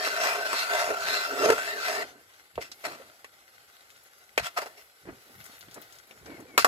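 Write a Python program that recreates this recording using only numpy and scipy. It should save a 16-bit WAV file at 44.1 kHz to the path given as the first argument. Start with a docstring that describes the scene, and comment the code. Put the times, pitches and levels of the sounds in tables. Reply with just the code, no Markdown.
"""A steel ladle scrapes round a large wok of boiling sugar syrup and knocks it, close to two microphone ports.
The scrape is rough noise shaken through the wok's modes; knocks are a crack and a damped ring of those modes.
The syrup fizzes and spits in bursts of noise, folds in with lumpy glugs, and closes over sine-like gulps.
Low noise rumbles and a thin hiss lie behind it, and near the end a far bird whistles in falling sine tones."""
import sys
import numpy as np
from scipy import signal
from scipy.fft import rfft, irfft, next_fast_len
from scipy.io import wavfile
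from scipy.ndimage import uniform_filter1d, map_coordinates

SR = 44100
rng = np.random.default_rng(int(sys.argv[2]) if len(sys.argv) > 2 else 0)


def output_pcm(signal):
    """Save a mono or channel-first signal as 16-bit PCM at the path in sys.argv[1].

    Samples are clipped to [-1, 1] before scaling.
    """
    pcm = np.clip(np.atleast_2d(signal).T, -1, 1) * 32767
    wavfile.write(sys.argv[1], SR, np.round(pcm).astype(np.int16))


def voltage_ratio(level):
    """Linear amplitude factor for a level in decibels (scalar or array-like)."""
    return 10 ** (np.asarray(level, float) / 20)


N = 294147  # length [samples]

# How the two ports differ: left minus right (frequency [Hz], level [dB])
PORT_BALANCE = [(60, 7.5), (110, -2.5), (200, 4), (380, -5.5), (700, -1), (1290, 2), (2380, 5), (4400, -2),
                (8120, -1.5), (15000, 4.5)]
# How alike the two ports hear (frequency [Hz], correlation [0 to 1])
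PORT_LIKENESS = [(30, 0.44), (60, 0.89), (400, 0.81), (800, 1), (1500, 0.61), (4000, 0.15), (12000, 0.12)]
# How late the left port hears (frequency [Hz], delay [s])
PORT_LAG = [(600, 0.00017), (1500, 0.00022), (2800, 0.00029)]

# Tone of the rumbles (frequency [Hz], relative level [dB])
RUMBLE_TONE = [(15, -31.5), (25, -34.5), (65, -3), (108, -2), (156, -8), (220, -9.5), (290, -51.5),
               (480, -120)]
# Low rumbles: wind gusts, and thumps through the handle at knocks
# (time of peak [s], level [dB], swell length [s])
RUMBLES = [(0.973, -62, 0.24), (1.43, -49, 0.014), (1.515, -51, 0.028), (1.91, -72, 0.29),
           (2.589, -48, 0.025), (4.438, -53, 0.043), (5.11, -50, 0.042), (5.407, -57, 0.053),
           (5.763, -63.5, 0.18), (6.346, -52, 0.1), (6.67, -51.5, 0.073)]
CALM_DB, RUMBLE_FALL = -79, 0.61  # level between rumbles; fade time over swell length
# Steady narrow hiss, perhaps far insects (centre [Hz], width [Hz], level [dB])
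SHRILL_BANDS = [(7760, 570, -72.5), (11260, 450, -69.5)]

# Falling bird whistles (start [s], length [s], first pitch [Hz], last pitch [Hz], level [dB])
WHISTLES = [(6.06, .05, 2400, 2270, -63), (6.265, .11, 2390, 2170, -49), (6.47, .115, 2410, 2150, -49)]
# The bird sits to the left; each whistle grows by the swell
BIRD_RIGHT_DB, BIRD_LEFT_LAG_S, BIRD_SWELL_DB = -6, 0.00007, 8

# Tone of the fizz (frequency [Hz], relative level [dB])
FIZZ_TONE = [(35, -37), (60, -12), (180, -43.5), (391, -8), (808, -4.5), (952, -11), (1490, -0.5),
             (1670, -7.5), (2060, -2.5), (2320, -9), (4470, -9.5), (9020, -17), (11100, -8), (15100, -12.5),
             (16200, -23)]
# How hard the syrup boils, livelier where ladle or poured stream disturbs it (time [s], relative level [dB])
FROTH = [(2.05, -52.5), (2.16, -66.5), (2.39, -63), (2.62, -70.5), (2.8, -59), (2.99, -63), (3.31, -66),
         (3.8, -64), (4.42, -66.5), (4.62, -57), (4.84, -68), (5.15, -64.5), (5.27, -64), (5.39, -60),
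         (5.62, -61), (5.88, -60), (6.1, -65), (6.29, -61.5), (6.47, -65)]
TOP_DB, TOP_GROWS = -6.5, 0.3  # treble gain in the fizz; dB gained for each dB of fizz
# Changes in the treble of the fizz (time of peak [s], treble change [dB], rise [s], fall [s])
FIZZ_TREBLE = [(2.05, -11.5, 0.052, 0.099), (2.75, 4.5, 0.13, .2), (4.84, 10.5, 0.074, 0.046),
               (5.4, 5, 0.17, 0.21)]
# Louder bursting blisters (time [s], relative level [dB], pitch [Hz])
SPITS = [(2.121, -38, 6000), (2.2055, -39, 12900), (2.3377, -34, 4400), (2.403, -44, 5500),
         (3.9029, -27.5, 3630), (3.966, -37, 5300), (4.035, -32, 13000), (4.1829, -35, 12000),
         (4.2408, -38, 5240), (5.235, -38, 11450), (5.412, -28.5, 2910), (5.4415, -24, 7900),
         (5.458, -22.5, 7000), (5.515, -33, 4280), (5.5907, -27.5, 13000), (5.6087, -22, 4100),
         (5.685, -35.5, 2500), (5.712, -28.5, 5270), (5.743, -20.5, 6800), (5.8165, -26, 14000),
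         (5.822, -27.5, 4020), (5.9246, -26.5, 6160), (5.955, -32, 6500), (5.9866, -27.5, 5270),
         (6.073, -34, 12800), (6.11, -26.5, 2530), (6.26, -28.5, 4650), (6.4023, -29, 7100)]
# Tone of the glugs (frequency [Hz], relative level [dB])
GLUG_TONE = [(60, -42), (100, -15), (215, -10), (300, -3), (600, -8.5), (1100, -15), (2000, -14),
             (3500, -35), (6000, -74)]
GLUG_DB, GLUG_GROWS = -10, 1  # steady glugging next to the FROTH mean; dB gained for each dB of fizz
# Lumps of syrup folding in or landing (time of peak [s], level [dB], rise [s], fall [s])
PLOPS = [(1.413, -38.5, 0.012, 0.012), (1.503, -26, 0.013, 0.011), (2.05, -52, 0.051, 0.043),
         (2.16, -55, 0.016, 0.036), (2.62, -50.5, 0.036, 0.036), (2.87, -46, 0.0068, 0.084),
         (4.622, -58.5, 0.015, 0.063), (5.057, -51, 0.0048, .015), (5.09, -44.5, 0.015, 0.024),
         (5.128, -56.5, 0.0053, 0.046), (5.31, -54, 0.039, 0.02), (5.499, -50, 0.0035, 0.0038),
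         (5.687, -49, 0.0035, 0.0043), (5.779, -46.5, 0.021, 0.026), (6.115, -57.5, 0.026, 0.079),
         (6.316, -45, 0.05, 0.043), (6.4, -51.5, 0.023, 0.066), (6.57, -55, 0.064, 0.2)]
# Big air pockets closing in the syrup (time [s], peak level [dB], pitch [Hz])
GULPS = [(2.999, -41, 514), (3.012, -40.5, 507), (5.036, -60, 305), (5.056, -50, 258), (5.075, -46, 302),
         (5.086, -36, 331), (5.122, -51, 261), (5.775, -43, 430), (6.28, -41, 417), (6.297, -41, 286),
         (6.315, -38, 290), (6.343, -44, 320), (6.393, -41, 266), (6.42, -43, 287), (6.455, -44.5, 485),
         (6.502, -48, 300), (6.539, -45, 305), (6.556, -59, 287)]
GULP_CYCLES, GULP_RISE = 2.6, 0.03  # envelope time scale in cycles; share the pitch climbs in that time

# The wok's modes (frequency [Hz], width [Hz], relative level [dB])
WOK_MODES = [(266, 19, -19), (407, 17.4, -3.5), (456.6, 100, -6), (547.4, 300, -7.5), (659, 82, 0),
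             (717.6, 12, 5.5), (905, 52, -4.5), (1127, 140, -4.5), (1350, 50, 3.5), (1528, 22, 3),
             (1810, 36, 1), (2030, 51, -0.5), (2430, 175, -8.5), (2704, 99, -4.5), (3373, 500, -17),
             (4100, 170, -14.5), (4480, 160, -14.5), (4947, 160, -16.5), (5130, 120, -13),
             (5500, 370, -16.5), (6230, 150, -17.5), (6950, 510, -21.5), (7800, 23, -11.5)]
# Dense small modes in between (frequency [Hz], relative level [dB])
WOK_GRIT = [(35, -70), (60, -63), (217, -24.5), (398, -17.5), (515, -8.5), (636, 10), (822, -3.5),
            (1380, 2), (2190, -3), (2650, -15.5), (11500, -20), (14900, -23.5), (16000, -58.5)]
# Knocks of ladle on wok (time [s], relative level [dB], bowl's deep voice [dB], first crack [dB],
# favoured ring [Hz])
KNOCKS = [(0.0736, -25.5, 1, 16.5, 1350), (0.5294, -20, 8, -2, 1220), (0.8898, -37.5, 16, 17, 1380),
          (1.4144, -31, 22, -1, 1290), (1.4405, -27, 2, 11, 1180), (1.5016, -17.5, -6, 19, 1410),
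          (1.522, -21, -4, 7, 1380), (1.579, -26, 10, -2, 1510), (2.5552, -41, -31, 7, 2720),
          (2.578, -30.5, 23, 9, 446), (2.7163, -32, -28, 2.5, 4800), (2.8395, -38, 8, 8, 2030),
          (3.2443, -38, -4, 13.5, 2070), (4.3768, -16, 5.5, 13, 2360), (4.3924, -38, -5, 6, 704),
          (4.5655, -38, 0, 5, 1000), (4.5769, -41, -8, -2, 1300), (4.5859, -27, -0.5, 16, 1350),
          (4.594, -41, -19, 13.5, 1310), (4.6175, -32.5, -4, 12, 1510), (4.6228, -45, 18.5, 16, 1300),
          (4.628, -38, 19, 3, 900), (4.6585, -35.5, 8.5, 6, 690), (4.671, -39, -1, 9, 580),
          (6.5773, -5, -5.5, 6.5, 1270), (6.6453, -8, 0.5, 8.5, 1170)]
KNOCK_T60_S = 0.07  # time for a 60 dB decay at 1000 Hz
BOWL_HZ, BOWL_WIDE = 620, 0.52  # centre of the bowl's deep voice and its width in log frequency
CRISP_HZ, SOFT_FROM_DB = 16000, 9  # treble limit; bowl level above which syrup cushions the blow

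# Short slides of the ladle (time of peak [s], upper drone level [dB], rise [s], fall [s], brightness [dB])
SLIDES = [(2.627, -60.5, 0.019, 0.03, 20.5), (2.862, -34, 0.017, 0.016, 2), (2.905, -51, 0.016, 0.078, 4.5),
          (3.003, -62, 0.0041, 0.078, -42), (4.397, -31, 0.0018, 0.0085, 2),
          (4.472, -45, 0.036, 0.012, 12.5), (4.576, -31.5, 0.0083, 0.023, 0.5),
          (4.62, -48.5, 0.0029, 0.024, 3.5), (4.665, -55.5, 0.0086, 0.052, -6),
          (4.779, -69, 0.011, 0.044, 16), (6.598, -46.5, 0.012, 0.026, 22.5),
          (6.668, -24.5, 0.0019, 0.043, -21)]
# Where each short slide touches (time [s], favoured ring [Hz], favoured rasp [Hz])
SLIDE_SPOTS = [(2.62, 2130, 4700), (2.66, 1500, 5230), (2.86, 2070, 4300), (2.9, 1193, 4350),
               (4.4, 2180, 4280), (4.45, 1340, 3280), (4.49, 1340, 3400), (4.58, 1210, 4580),
               (4.78, 2120, 5500), (6.6, 1500, 4480)]
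SLIDE_DEEP_DB = -63  # any light slide stirs the deep drone about as much

# Regular slips under the hardest push (time [s], slip rate [Hz], level [dB])
JUDDER = [(1.4, 620, -50), (1.442, 620, -23), (1.458, 560, -30), (1.478, 420, -27), (1.492, 475, -19),
          (1.503, 450, -15), (1.512, 430, -22), (1.534, 455, -20), (1.541, 460, -50)]
# Multiples 1 to 4 of the slip rate (relative level [dB])
JUDDER_OVERTONES = [0, -11, -8, -22]

# The ladle edge dragged round the wok until it lifts off
# (time [s], speed as level [dB], pressure as level [dB], favoured ring [Hz])
DRAG = [(0.0, -36, -38, 1750), (0.05, -27.5, -43, 1790), (0.13, -35, -45.5, 1480), (0.26, -25, -30.5, 1580),
        (0.42, -36.5, -40, 1510), (0.53, -33, -42, 1460), (0.59, -27, -44.5, 1520), (0.69, -35, -42, 1390),
        (0.73, -29.5, -31, 1630), (0.81, -27.5, -34, 1530), (0.92, -35.5, -35, 1440),
        (0.98, -39, -40.5, 1430), (1.1, -28.5, -41.5, 1640), (1.2, -29.5, -44, 1460),
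        (1.27, -35, -42, 1405), (1.34, -37.5, -43.5, 1490), (1.45, -26.5, -33.5, 1220),
        (1.56, -34.5, -40.5, 1390), (1.72, -36, -44.5, 1840), (1.76, -42, -49.5, 1710),
        (1.83, -31.5, -49, 1400), (1.91, -29, -33.5, 1630), (2.03, -36, -40.5, 1940),
        (2.05, -67, -60, 1350), (2.2, -65.5, -71, 1650)]
# Rasp pitch favoured by the place the edge touches (time [s], pitch [Hz], lift [dB])
RASP_SPOTS = [(0, 4580, 5), (.14, 4000, 7.5), (.25, 4460, -1), (.5, 4340, 2.5), (.6, 4100, 11.5),
              (.78, 4630, -2.5), (.97, 5100, 1.5), (1.05, 4000, 10), (1.2, 4100, 10.5), (1.3, 4240, 0.5),
              (1.63, 4670, 3), (1.7, 3800, 10), (2.05, 4430, 1)]
# Rasp next to ring; deep drone next to upper drone, and the size of its wander
RASP_DB, DEEP_DB, DEEP_WAVER_DB = 0.5, -8, 6
RING_LIFT_DB, RING_BLURS = 12.5, 1  # favoured ring at a speed of -34.5 dB; dB lost for each dB of speed
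# The ladle bears down and the whole bowl drones (time of peak [s], deep level [dB], rise [s], fall [s])
BEARS = [(0.917, -38, 0.013, 0.015), (1.335, -38, 0.046, 0.026), (1.5, -37, 0.022, 0.073),
         (1.759, -47, 0.033, 0.019), (1.99, -46.5, 0.02, 0.03)]
BEAR_UPPER_DB, BEAR_RING_DB = -21, -17  # upper drone and ring next to the deep drone
CATCHES_PER_S, CATCH_DB = 400, 12  # snags on rough spots; a typical snag next to the fine grain


def unit(x):
    """Scale a sound to an rms of 1."""
    return x / np.sqrt(np.mean(x ** 2) + 1e-20)


def along(points, hz):
    """Read a curve of (frequency, value) points on a log frequency axis."""
    f, v = np.transpose(points)
    return np.interp(np.log(hz + 1), np.log(f + 1), v)


def curves(rows):
    """Give one value per sample for each column after the time."""
    s, *columns = np.transpose(rows)
    return [np.interp(np.arange(N) / SR, s, column) for column in columns]


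def wobble(rate):
    """Make a smooth random curve with rate knots a second."""
    knots = rng.standard_normal(int(N * rate / SR) + 4)
    return map_coordinates(knots, [np.arange(N) * rate / SR])


def stroke(s, db, rise, fall):
    """Shape a quick swell and an exponential fade, with times in seconds."""
    t = np.arange(N) / SR
    return voltage_ratio(db) * np.exp(-np.where(t < s, ((s - t) / rise) ** 2, (t - s) / fall))


def filtered(x, response):
    """Multiply the spectrum of x by a response, which may be complex."""
    m = next_fast_len(x.shape[-1] + 8192)
    return irfft(rfft(x, m) * response(np.fft.rfftfreq(m, 1 / SR)), m)[..., :x.shape[-1]]


def patchy(x, depth_db, ridges=()):
    """Vary the gain in random patches of time and pitch, and lift ridges along given pitch curves."""
    hz, t, z = signal.stft(x, SR, nperseg=1024)
    field = rng.standard_normal(z.shape[1:])
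    field = uniform_filter1d(uniform_filter1d(field, 3, 0), 7, 1)
    gain_db = depth_db * unit(field) * np.clip(hz[:, None] / 4500, 0.25, 1)  # low pitches hold steadier
    for centre, lift_db, share in ridges:
        at, lift = (np.interp(t * SR, np.arange(N), c + 0 * centre) for c in (centre, lift_db))
        gain_db = gain_db + lift * np.exp(-(np.log((hz[:, None] + 1) / at) / share) ** 2)
    return signal.istft(z * voltage_ratio(gain_db), SR, nperseg=1024)[1][:, :N]


def ports(pair):
    """Mix two strands so that both ports share part of the sound and the left hears it late."""
    def turn(hz):
        return np.arccos(np.clip(along(PORT_LIKENESS, hz), 0, 1)) / 2

    def tilt(hz):  # half the balance and half the lag; the other port gets the inverse
        return voltage_ratio(along(PORT_BALANCE, hz) / 2) * np.exp(-1j * np.pi * hz * along(PORT_LAG, hz))

    mid, side = filtered(pair, lambda hz: np.array([np.cos(turn(hz)), np.sin(turn(hz))]))
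    return filtered(np.array([mid + side, mid - side]), lambda hz: np.array([tilt(hz), 1 / tilt(hz)]))


def rumble_and_hiss():
    """Gusts and handle thumps are low noise that swells and fades; the hiss is steady narrow-band noise."""
    low_noise = filtered(rng.standard_normal((2, N)), lambda hz: voltage_ratio(along(RUMBLE_TONE, hz)))
    swells = sum(stroke(s, db, length, RUMBLE_FALL * length) for s, db, length in RUMBLES)
    out = (voltage_ratio(CALM_DB) + swells) * unit(voltage_ratio(4.5 * wobble(14)) * low_noise)
    for centre, width, db in SHRILL_BANDS:
        hiss = filtered(rng.standard_normal((2, N)), lambda hz: np.exp(-((hz - centre) / width) ** 2))
        out += voltage_ratio(db) * unit(hiss)
    return out


def bird():
    """Soft whistles are sine tones that fall in pitch and swell towards their end."""
    out = np.zeros(N + SR)
    for s, length, from_hz, to_hz, db in WHISTLES:
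        u = np.linspace(0, 1, round(length * SR))
        pitch = to_hz + (from_hz - to_hz) * (1 - u) ** 1.5
        level = voltage_ratio(db + BIRD_SWELL_DB * (u - 1)) * np.sin(np.pi * u) ** 0.11
        out[round(s * SR):][:len(u)] += level * np.sin(2 * np.pi * np.cumsum(pitch) / SR)
    out = out[:N] * voltage_ratio(1.2 * wobble(60))

    def place(hz):
        return np.array([np.exp(-2j * np.pi * hz * BIRD_LEFT_LAG_S), voltage_ratio(BIRD_RIGHT_DB) + 0 * hz])

    return filtered(np.array([out, out]), place)


def blisters(s, db, hz, puff_s):
    """Each burst is a click and a short puff of steam: noise around the blister's pitch."""
    t = np.arange(1536) / SR
    f = np.fft.rfftfreq(1536, 1 / SR) + 1
    noise = rng.standard_normal((len(s), 1536))
    puff = irfft(rfft(noise) / (1 + (np.log(f / hz[:, None]) / 0.49) ** 2))
    puff = puff / puff.std(1, keepdims=True)
    click_shape = 1.1 * np.exp(-t / 0.0006)
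    puff_shape = 0.5 * np.exp(-t / puff_s) * (1 - np.exp(-t / 0.002))
    grain = voltage_ratio(db)[:, None] * puff * (click_shape + puff_shape)
    at = (s * SR).astype(int)[:, None] + np.arange(1536)
    return np.bincount(at.ravel(), grain.ravel(), N + 1536)[:N]


def fizz(fizz_db, lively_db):
    """Fine fizz is patchy hiss with small random blisters on top, and its treble rises and dips."""
    def fizz_tone(hz):
        return voltage_ratio(along(FIZZ_TONE, hz))

    hiss = unit(filtered(patchy(rng.standard_normal((2, N)), depth_db=3.7), fizz_tone))
    draw = rng.random((700, 3))  # time, size and pitch of each small blister
    size_db = np.minimum(-4 * np.log(draw[:, 1]), 11)
    small = blisters(draw[:, 0] * (N - 1) / SR, size_db, 3000 * 5 ** draw[:, 2], puff_s=0.0025)
    small = filtered(small, lambda hz: voltage_ratio(2.5 * along(FIZZ_TONE, hz)))
    body = hiss + 0.4 * unit(small) * [[1], [0.5]]
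    top = filtered(body, lambda hz: 1 / (1 + (9000 / (hz + 1)) ** 6))
    treble_db = sum(change_db * stroke(s, 0, rise, fall) for s, change_db, rise, fall in FIZZ_TREBLE)
    top_db = TOP_DB + TOP_GROWS * lively_db + treble_db
    flicker_db = 1.3 * wobble(45)
    return voltage_ratio(fizz_db + 7.5 + flicker_db) * (body + (voltage_ratio(top_db) - 1) * top)


def glugs(fizz_db, lively_db):
    """Thick syrup folding in is low noise of lumpy strength, louder at each plop."""
    lumps = voltage_ratio(1.5 * wobble(40) + 2.2 * wobble(110))
    noise = filtered(rng.standard_normal((2, N)), lambda hz: voltage_ratio(along(GLUG_TONE, hz)))
    glug_db = fizz_db.mean() + GLUG_DB + GLUG_GROWS * lively_db
    return unit(lumps * noise) * (voltage_ratio(glug_db) + sum(stroke(*plop) for plop in PLOPS))


def syrup():
    """The strength of the boil drives both fizz and glugs; louder blisters burst over them."""
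    fizz_db, = curves(FROTH)
    lively_db = fizz_db - fizz_db.mean()
    s, db, hz = np.transpose(SPITS)
    spits = blisters(s, db - 12.5, hz, puff_s=0.0092) * [[1], [0.5]]
    return fizz(fizz_db, lively_db) + glugs(fizz_db, lively_db) + spits


def gulps():
    """Each closing air pocket rings as a soft-started sine that climbs a little and dies."""
    out, t = np.zeros(N + SR), np.arange(SR // 10) / SR
    for s, db, hz in GULPS:
        u = t * hz / GULP_CYCLES
        envelope = 2 * np.e * u * np.exp(-2 * u)  # peaks at 1
        tone = np.sin(2 * np.pi * hz * t * (1 + GULP_RISE * u / 2))
        out[round(s * SR):][:len(t)] += voltage_ratio(db) * envelope * tone
    return out[:N] * [[1], [0.3]]


def wok(hz, grit_db=-8):
    """The bowl answers at its modes, over a dense background of small ones."""
    modes = 0
    for k, (centre, width, db) in enumerate(WOK_MODES):
        peak = 1j * hz * width / (centre ** 2 - hz ** 2 + 1j * hz * width)
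        modes = modes + (-1) ** k * voltage_ratio(db) * peak
    return np.sqrt(abs(modes) ** 2 + voltage_ratio(grit_db + along(WOK_GRIT, hz)) ** 2)


def knocks():
    """A sharp crack, then every mode at a strength set by the spot struck, damped by syrup and hand."""
    def cut(x, hz, kind):
        return signal.sosfilt(signal.butter(4, hz, kind, fs=SR, output="sos"), x)

    out, t = np.zeros((2, N + SR)), np.arange(SR // 6) / SR
    hz, _, mode_db = np.transpose(WOK_MODES)[..., None]
    noises = rng.standard_normal((len(KNOCKS), 2, len(t)))
    noises = unit(filtered(noises, lambda f: wok(f, grit_db=-7) ** 0.5))
    for (s, db, bowl_db, crack_db, spot_hz), noise in zip(KNOCKS, noises):
        def touch(f):
            bowl_cut_db = min(bowl_db, 0) / (1 + (f / 1200) ** 3)  # a light touch leaves the bowl still
            return voltage_ratio(bowl_cut_db + 12 * np.exp(-(np.log((f + 1) / spot_hz) / 0.51) ** 2))

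        noise = filtered(noise, touch)
        spot_db = bowl_db * np.exp(-(np.log(hz / BOWL_HZ) / BOWL_WIDE) ** 2)
        spot_db = spot_db + 9 * np.exp(-(np.log(hz / spot_hz) / 0.16) ** 2)
        strength = voltage_ratio(0.25 * mode_db + spot_db + rng.normal(0, 1.5, hz.shape))
        # one blow starts all modes nearly together
        phase = 2 * np.pi * (hz * t + 0.04 * rng.standard_normal(hz.shape))
        decay = voltage_ratio(-60 * t / KNOCK_T60_S * (hz / 1000) ** 0.028)
        ring = (strength * np.sin(phase) * decay).sum(0) * [[1], [0]]
        crack = (1.1 * ring + 0.6 * noise) * voltage_ratio(crack_db - 60 * t / 0.011)
        crack = cut(crack, 500, "high")  # the first instant is all edge
        blow = ring + 3 * noise * voltage_ratio(-60 * t / KNOCK_T60_S) + crack
        top_hz = np.clip(CRISP_HZ * voltage_ratio(-max(bowl_db - SOFT_FROM_DB, 0)), 800, 20000)
        blow = cut(blow * (1 - np.exp(-t / 0.00065)), top_hz, "low")
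        out[:, round(s * SR):][:, :len(t)] += voltage_ratio(db - 18.5) * blow
    return cut(out[:, :N], 260, "high")  # the knocks carry nothing below about 260 Hz


def rubbed(ring_hz, rasp_hz, rasp_lift_db, depth_db, grit_db, rough_db, lift_db):
    """Rough grains shake the wok; give its deep drone, upper drone, ring and rasp, each of rms 1."""
    chatter = voltage_ratio(rough_db * wobble(70) + 0.47 * wobble(250) + 1.5 * wobble(700))
    snags = (rng.random(N) < CATCHES_PER_S / SR) * voltage_ratio(CATCH_DB) * rng.standard_normal(N) * [[1], [0]]
    grains = chatter * (rng.standard_normal((2, N)) + snags)
    ridges = [(ring_hz, lift_db, 0.08), (rasp_hz, rasp_lift_db, 0.1)]
    grains = patchy(grains, depth_db, ridges)

    def parts(hz):  # split at 488, 950 and 2200 Hz
        below = [1 / (1 + (hz / edge_hz) ** 8) for edge_hz in (488, 950, 2200)]
        return np.diff([0 * hz, *below, 1 + 0 * hz], axis=0)[:, None]

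    return [unit(band) for band in filtered(grains, lambda hz: wok(hz, grit_db) * parts(hz))]


def slides():
    """Short skids rub the wok under the syrup, which blurs the modes."""
    gains = 0
    for s, db, rise, fall, bright_db in SLIDES:
        band_db = [[SLIDE_DEEP_DB], [db], [db + bright_db / 2], [db + bright_db - 1.5]]
        gains = gains + stroke(s, 0, rise, fall) * voltage_ratio(band_db)
    bands = rubbed(*curves(SLIDE_SPOTS), rasp_lift_db=6, depth_db=2.2, grit_db=-5, rough_db=1.8, lift_db=6)
    return sum(gain * band for gain, band in zip(gains, bands))


def judder():
    """The edge slips regularly: a rough tone at the slip rate with a few overtones."""
    hz, db = curves([(1.35, 600, -120)] + JUDDER + [(1.6, 460, -120)])
    phase = 2 * np.pi * np.cumsum(hz * (1 + 0.02 * wobble(200))) / SR
    tone = sum(voltage_ratio(overtone_db + 2 * wobble(150)) * np.sin(k * phase)
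               for k, overtone_db in enumerate(JUDDER_OVERTONES, 1))
    return voltage_ratio(db) * tone * [[1], [0.3]]


def scrape():
    """Stick-slip grains shake the wok: pressure sets the drones, speed ring and rasp, place the pitches."""
    speed_db, press_db, ring_hz = curves(DRAG + [(2.3, -110, -110, 2030)])
    deep_db = press_db + DEEP_DB + DEEP_WAVER_DB * wobble(11)
    gains = voltage_ratio([deep_db, press_db, speed_db, speed_db + RASP_DB])
    gains[:3] += sum(stroke(*bear) for bear in BEARS) * voltage_ratio([[0], [BEAR_UPPER_DB], [BEAR_RING_DB]])
    ring_lift_db = np.clip(RING_LIFT_DB - RING_BLURS * (speed_db + 34.5), 0, 18)
    bands = rubbed(ring_hz, *curves(RASP_SPOTS), depth_db=4.5, grit_db=-9, rough_db=1.0,
                   lift_db=ring_lift_db)
    return sum(gain * band for gain, band in zip(gains, bands))


def scene():
    """Pass all but the bird through the ports' shared mix; the bird has its own place to the left."""
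    near = rumble_and_hiss() + syrup() + gulps() + knocks() + slides() + judder() + scrape()
    return ports(near) + bird()


def top_cut(x):
    """Nothing passes above the cut-off."""
    return signal.sosfilt(signal.butter(12, 16470, fs=SR, output="sos"), x)


def record(dry):
    """Cut the treble steeply above about 15900 Hz and finish the mix."""
    mix = filtered(dry, lambda hz: 1 / (1 + (hz / 15900) ** 40))
    return top_cut(mix)


dry = scene()
out = record(dry)
output_pcm(out)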